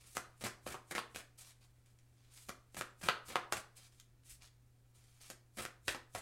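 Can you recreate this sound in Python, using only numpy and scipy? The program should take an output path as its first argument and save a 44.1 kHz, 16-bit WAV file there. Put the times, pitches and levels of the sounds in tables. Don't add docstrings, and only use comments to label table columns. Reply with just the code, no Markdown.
import sys
import numpy as np
from scipy import signal
from scipy.fft import rfft, irfft, next_fast_len
from scipy.io import wavfile
from scipy.ndimage import uniform_filter1d

SR = 44100
rng = np.random.default_rng(int(sys.argv[2]) if len(sys.argv) > 2 else 0)


def unload_audio(sound):
    columns = np.transpose(np.atleast_2d(sound))
    steps = np.round(np.clip(columns, -1, 1) * 32767)
    wavfile.write(sys.argv[1], SR, steps.astype(np.int16))


N = 273861
T = np.arange(N) / SR

# f/Hz, relative level/dB
AMBIENT_SPECTRUM = [(20, -1), (40, -2), (80, -27), (150, -15.5), (260, -13.5), (500, -21), (1000, -27),
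                    (3000, -34.5), (8000, -33.5), (13000, -36), (16000, -37.5)]
# f/Hz, bandwidth/Hz, gain/dB
MODES = [(218, 43, -6.5), (351.8, 7.3, 7), (533, 71, 1), (732, 50, 1.5), (1103, 40, -0.5), (1295, 22, 3.5),
         (1600, 64, -6.5), (2340, 110, 0)]
# f/Hz, T60/s
REVERB_TIMES = [(150, .28), (400, 0.4), (1100, 0.39), (2800, 0.29), (4800, 0.31), (8000, 0.23),
                (14000, 0.2)]
# f/Hz, gain/dB
WALL_RESPONSE = [(80, -6), (200, -6), (350, -4.5), (600, -4.5), (850, -6), (1200, -4), (1600, -3),
                 (2000, -2.5), (3000, -5), (5000, -6), (8000, -4), (15000, -6.5)]
# f/Hz, relative level/dB
HISS_SPECTRUM = [(400, -32), (900, -23.5), (2000, -12.5), (3500, -8), (5500, -6.5), (8500, -0.5),
                 (11000, -4), (13000, -11), (16000, -16)]
# f/Hz, relative level/dB
RASP_SPECTRUM = [(80, -8), (160, 4.5), (500, -2), (1100, -4.5), (1700, -1.5), (2600, -4), (4000, -6),
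                 (6000, -12.5), (9000, -26.5)]
# f/Hz, relative level/dB
SCRATCH_SPECTRUM = [(300, -16.5), (800, -5.5), (1600, -6), (2800, -2.5), (4500, -1), (7000, -6),
                    (12000, -27.5)]
# f/Hz, relative level/dB
TICK_SPECTRUM = [(300, -22), (1000, -7.5), (2400, 2), (4500, 1), (8500, 1.5), (13000, -8), (16000, -17)]
# t/s, duration/s, hiss/dB, scratch/dB re hiss
FINGER_STROKES = [(-.01, 0.08, -70.5, -1), (.062, 0.12, -65, -12), (1.373, 0.048, -58.5, -8.5),
                  (1.431, 0.079, -67.5, 0), (1.598, 0.051, -76.5, 2), (1.85, 0.055, -82.5, 0.5),
                  (2.16, 0.33, -85.5, 4), (2.306, 0.13, -66, -11), (3.247, 0.053, -59.5, -12),
                  (3.752, 0.031, -62, -5.5), (3.79, .08, -69.5, -1), (3.91, 0.092, -76.5, -4.5),
                  (4.242, 0.062, -64.5, -14), (4.287, 0.058, -62, -22), (4.402, 0.064, -70, 2.5),
                  (4.934, .275, -76, -3), (5.2, .09, -65, -1.5)]
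# t/s, level/dB
EDGE_TICKS = [(1.86, -47.5), (1.988, -46), (2.375, -34), (3.923, -48), (3.999, -32.5), (4.235, -50),
              (4.422, -42), (5.04, -46.5), (5.214, -38.5)]
# t/s, duration/s, hiss/dB, rasp/dB re hiss
PACKET_SLIDES = [(0.151, .041, -51.5, -5), (0.409, 0.02, -53, 1), (0.438, 0.028, -47, 6.5),
                 (0.662, 0.031, -50.5, 0), (0.702, 0.032, -50.5, 3), (.909, 0.015, -46, 2),
                 (0.952, 0.046, -53, 8), (1.146, 0.069, -56.5, 0.5), (2.486, 0.01, -47.5, 1),
                 (2.766, 0.031, -48, -2), (3.012, 0.012, -55, 0), (3.029, 0.048, -48.5, 0.5),
                 (3.283, 0.057, -54.5, 3), (3.538, 0.07, -53.5, -4.5), (5.57, 0.022, -59.5, 9.5),
                 (5.585, 0.026, -49, 6.5), (5.618, 0.03, -50, -0.5), (5.874, 0.058, -47.5, -13),
                 (6.147, 0.05, -49, -2)]
# t/s, slap/dB, slap f/Hz, snap/dB re slap, tick/dB re slap, clatter/dB re first contact
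PACKET_LANDINGS = [(0.168, -15, 1300, -6.5, -2, -13), (0.44, -40.5, 1580, -14, 19.5, 16),
                   (0.466, -21, 1640, -2, 1, 4.5), (0.665, -22, 570, -11, -25, -33),
                   (0.742, -22.5, 1060, -5.5, -9.5, 2.5), (0.911, -21.5, 2030, -4.5, -9, 6),
                   (0.95, -16, 1900, -7, -7, 0), (0.98, -16, 1070, 1, -13, -7),
                   (1.146, -44, 1490, 13.5, 7, -4), (1.159, -26, 1720, 2.5, 2.5, -3.5),
                   (2.492, -22.5, 1370, -6, -3.5, -8), (2.745, -38, 2220, 4, 5, -7.5),
                   (2.768, -28, 1610, -7, -7, -14), (2.81, -17, 1420, -3.5, -5, -19),
                   (3.086, -4, 1305, -1, -13.5, -7.5), (3.356, -7, 1070, -6, -14, -11),
                   (3.523, -10.5, 1300, -3, -2, -3.5), (3.568, -28.5, 1220, 6, 5, 0),
                   (5.3, -30, 1870, 1.5, 6.5, -0.5), (5.651, -23, 1510, -1.5, -1, -17),
                   (5.88, -9, 1850, 0.5, -5.5, 4.5), (5.946, -24, 1080, -1.5, -6, 0),
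                   (6.149, -20.5, 890, -2.5, -4.5, -3.5)]


def undb(db):
    return 10 ** (np.asarray(db) / 20)


def level(x, db):
    return x * undb(db) / np.sqrt(np.mean(x ** 2))


def unit(x):
    return x / np.sqrt(np.sum(x ** 2))


def lookup(points, hz):
    f, value = np.transpose(points)
    return np.interp(np.log(np.maximum(hz, 1)), np.log(f), value)


def colour(x, points):
    size = next_fast_len(2 * len(x))
    gain = undb(lookup(points, np.fft.rfftfreq(size, 1 / SR)))
    return irfft(rfft(x, size) * gain, size)[:len(x)]


def whiten(x):
    spectrum = rfft(x)
    return unit(irfft(spectrum / (np.abs(spectrum) + 1e-12), len(x)))


def band(x, lo_hz, hi_hz, order=2):
    return signal.sosfilt(signal.butter(order, [lo_hz, hi_hz], "band", fs=SR, output="sos"), x)


def resonate(x, hz, width_hz):
    return signal.lfilter(*signal.iirpeak(hz, hz / width_hz, fs=SR), x)


def drift(rate_hz):
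    step = max(int(SR / rate_hz), 2)
    return uniform_filter1d(np.repeat(rng.standard_normal(N // step + 1), step), step)[:N]


def contacts(size, per_s, spread_db):
    chance, strength, sign = rng.random(size), rng.standard_normal(size), rng.choice([-1, 1], size)
    return (chance < per_s / SR) * sign * undb(spread_db * np.clip(strength, -2, 2))


def background(mains_hum_hz=119.9):
    phase = 2 * np.pi * mains_hum_hz * T + 0.038 * drift(3)
    hum = level(np.sin(phase) * undb(0.6 * drift(4.9)), -68.5)
    rumble = level(band(rng.standard_normal(N), 38, 85), -74.5)
    ambient = level(colour(rng.standard_normal(N), AMBIENT_SPECTRUM), -73.5)
    return hum + rumble + ambient


def reflections():
    t = np.arange(SR // 2) / SR
    spectrum, f = rfft(rng.standard_normal(len(t))), np.fft.rfftfreq(len(t), 1 / SR)
    edges_hz = np.geomspace(60, 17000, 25)
    tail = 0
    for lo, hi in zip(edges_hz, edges_hz[1:]):
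        noise = irfft(spectrum * (f >= lo) * (f < hi), len(t))
        tail += noise * undb(-60 * t / lookup(REVERB_TIMES, np.sqrt(lo * hi)))
    early = unit(rng.standard_normal(len(t)) * (t > 0.008) * np.exp(-t / 0.0046))
    return colour(undb(-1) * unit(tail * (t > 0.002)) + undb(-3) * early, WALL_RESPONSE)


def room(direct):
    shares = np.array([drift(60) for _ in range(4)])
    shares /= np.sqrt(np.sum(shares ** 2, axis=0))
    echoes = sum(signal.fftconvolve(direct * share, reflections())[:N] for share in shares)
    ringing = sum(undb(db) * resonate(direct, hz, width) for hz, width, db in MODES)
    return direct + ringing + echoes


def draught(sliding, swell_s=0.035, grip_at_s=4.325):
    swell = undb(-6) * uniform_filter1d(sliding, int(swell_s * SR))
    grip = undb(-62) * np.exp(-((T - grip_at_s) / 0.06) ** 2)
    packet_air = swell * level(band(rng.standard_normal(N), 42, 110), 0)
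    hand_air = grip * level(band(rng.standard_normal(N), 36, 65), 0)
    return packet_air + hand_air


def friction(spectrum, per_s, spread_db):
    catches = level(contacts(N, per_s, spread_db), 0) + 0.75 * rng.standard_normal(N)
    grip = undb(3.5 * np.tanh(drift(140)))
    return level(colour(catches, spectrum) * grip, 0)


def rubs(attack_s=0.018, release_s=0.025):
    hiss_gain, scratch_gain = np.zeros(N), np.zeros(N)
    for onset, duration, hiss_db, scratch_db in FINGER_STROKES:
        rise = np.clip((T - onset) / attack_s, 0, 1)
        fall = np.clip(1 - (T - onset - duration) / release_s, 0, 1)
        stroke = undb(hiss_db) * rise * fall
        hiss_gain += stroke
        scratch_gain += undb(scratch_db) * stroke
    hiss = hiss_gain * friction(HISS_SPECTRUM, per_s=4000, spread_db=3.45)
    scratch = scratch_gain * friction(SCRATCH_SPECTRUM, per_s=700, spread_db=5.5)
    return hiss + scratch


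def ticks(decay_s=0.003):
    out = np.zeros(N + SR)
    t = np.arange(SR // 10) / SR
    for onset, db in EDGE_TICKS:
        burst = colour(rng.standard_normal(len(t)) * np.exp(-t / decay_s), TICK_SPECTRUM)
        start = int(onset * SR)
        out[start:start + len(t)] += undb(db) * unit(burst)
    return out[:N]


def slide_envelopes(whisper_s=0.066, whisper_db=-17):
    hiss_gain, rasp_gain = np.zeros(N), np.zeros(N)
    for onset, duration, hiss_db, rasp_db in PACKET_SLIDES:
        corners_s = onset + np.array([0, 0.00067, 0.0014 + 0.87 * duration, 0.002 + duration])
        contact = np.interp(T, corners_s, [0.001, 0.7, 0.6, 0.00036])
        whisper = np.interp(T, [onset - whisper_s, onset, onset + 0.0071], [0, 1, 0]) ** 2
        hiss_gain += undb(hiss_db) * (contact + undb(whisper_db) * whisper)
        rasp_gain += undb(hiss_db + rasp_db) * contact
    return hiss_gain, rasp_gain


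def slides(hiss_gain, rasp_gain):
    hiss = hiss_gain * friction(HISS_SPECTRUM, per_s=3500, spread_db=7)
    rasp = rasp_gain * friction(RASP_SPECTRUM, per_s=3700, spread_db=8)
    return hiss + rasp


def landings(face_s=0.0003, edge_s=0.00092, clatter_s=0.013):
    out = np.zeros(N + SR)
    t = np.arange(-SR // 100, SR // 10) / SR
    fade = lambda decay_s: (t >= 0) * np.exp(-np.abs(t) / decay_s)
    for onset, slap_db, slap_hz, snap_db, tick_db, clatter_db in PACKET_LANDINGS:
        loose_cards = contacts(len(t), per_s=9100, spread_db=-0.5)
        clatter = undb(clatter_db) * unit(loose_cards * fade(clatter_s))
        face_force = whiten(rng.standard_normal(len(t)) * fade(face_s)) + clatter
        edge_force = whiten(rng.standard_normal(len(t)) * fade(edge_s)) + clatter
        thump_db = -16.5 + 0.45 * slap_db
        thump = undb(thump_db) * unit(band(face_force, 100, 600))
        slap = unit(resonate(band(face_force, 350, 2100), slap_hz, width_hz=550))
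        snap = undb(snap_db) * unit(resonate(band(edge_force, 2100, 4650), 2500, width_hz=1700))
        tick = undb(tick_db) * unit(band(band(edge_force, 6100, 14000), 3000, 6500, order=1))
        start = int((onset + 0.001 + t[0]) * SR)
        out[start:start + len(t)] += undb(slap_db) * (slap + snap + tick) - thump
    return out[:N]


def scene():
    hiss_gain, rasp_gain = slide_envelopes()
    cards = landings() + slides(hiss_gain, rasp_gain) + rubs() + ticks()
    return (room(cards) + draught(hiss_gain) + background())[None]


def record(dry):
    return signal.sosfilt(signal.ellip(10, 0.2, 70, 15900, fs=SR, output="sos"), dry)


dry = scene()
out = record(dry)
unload_audio(out)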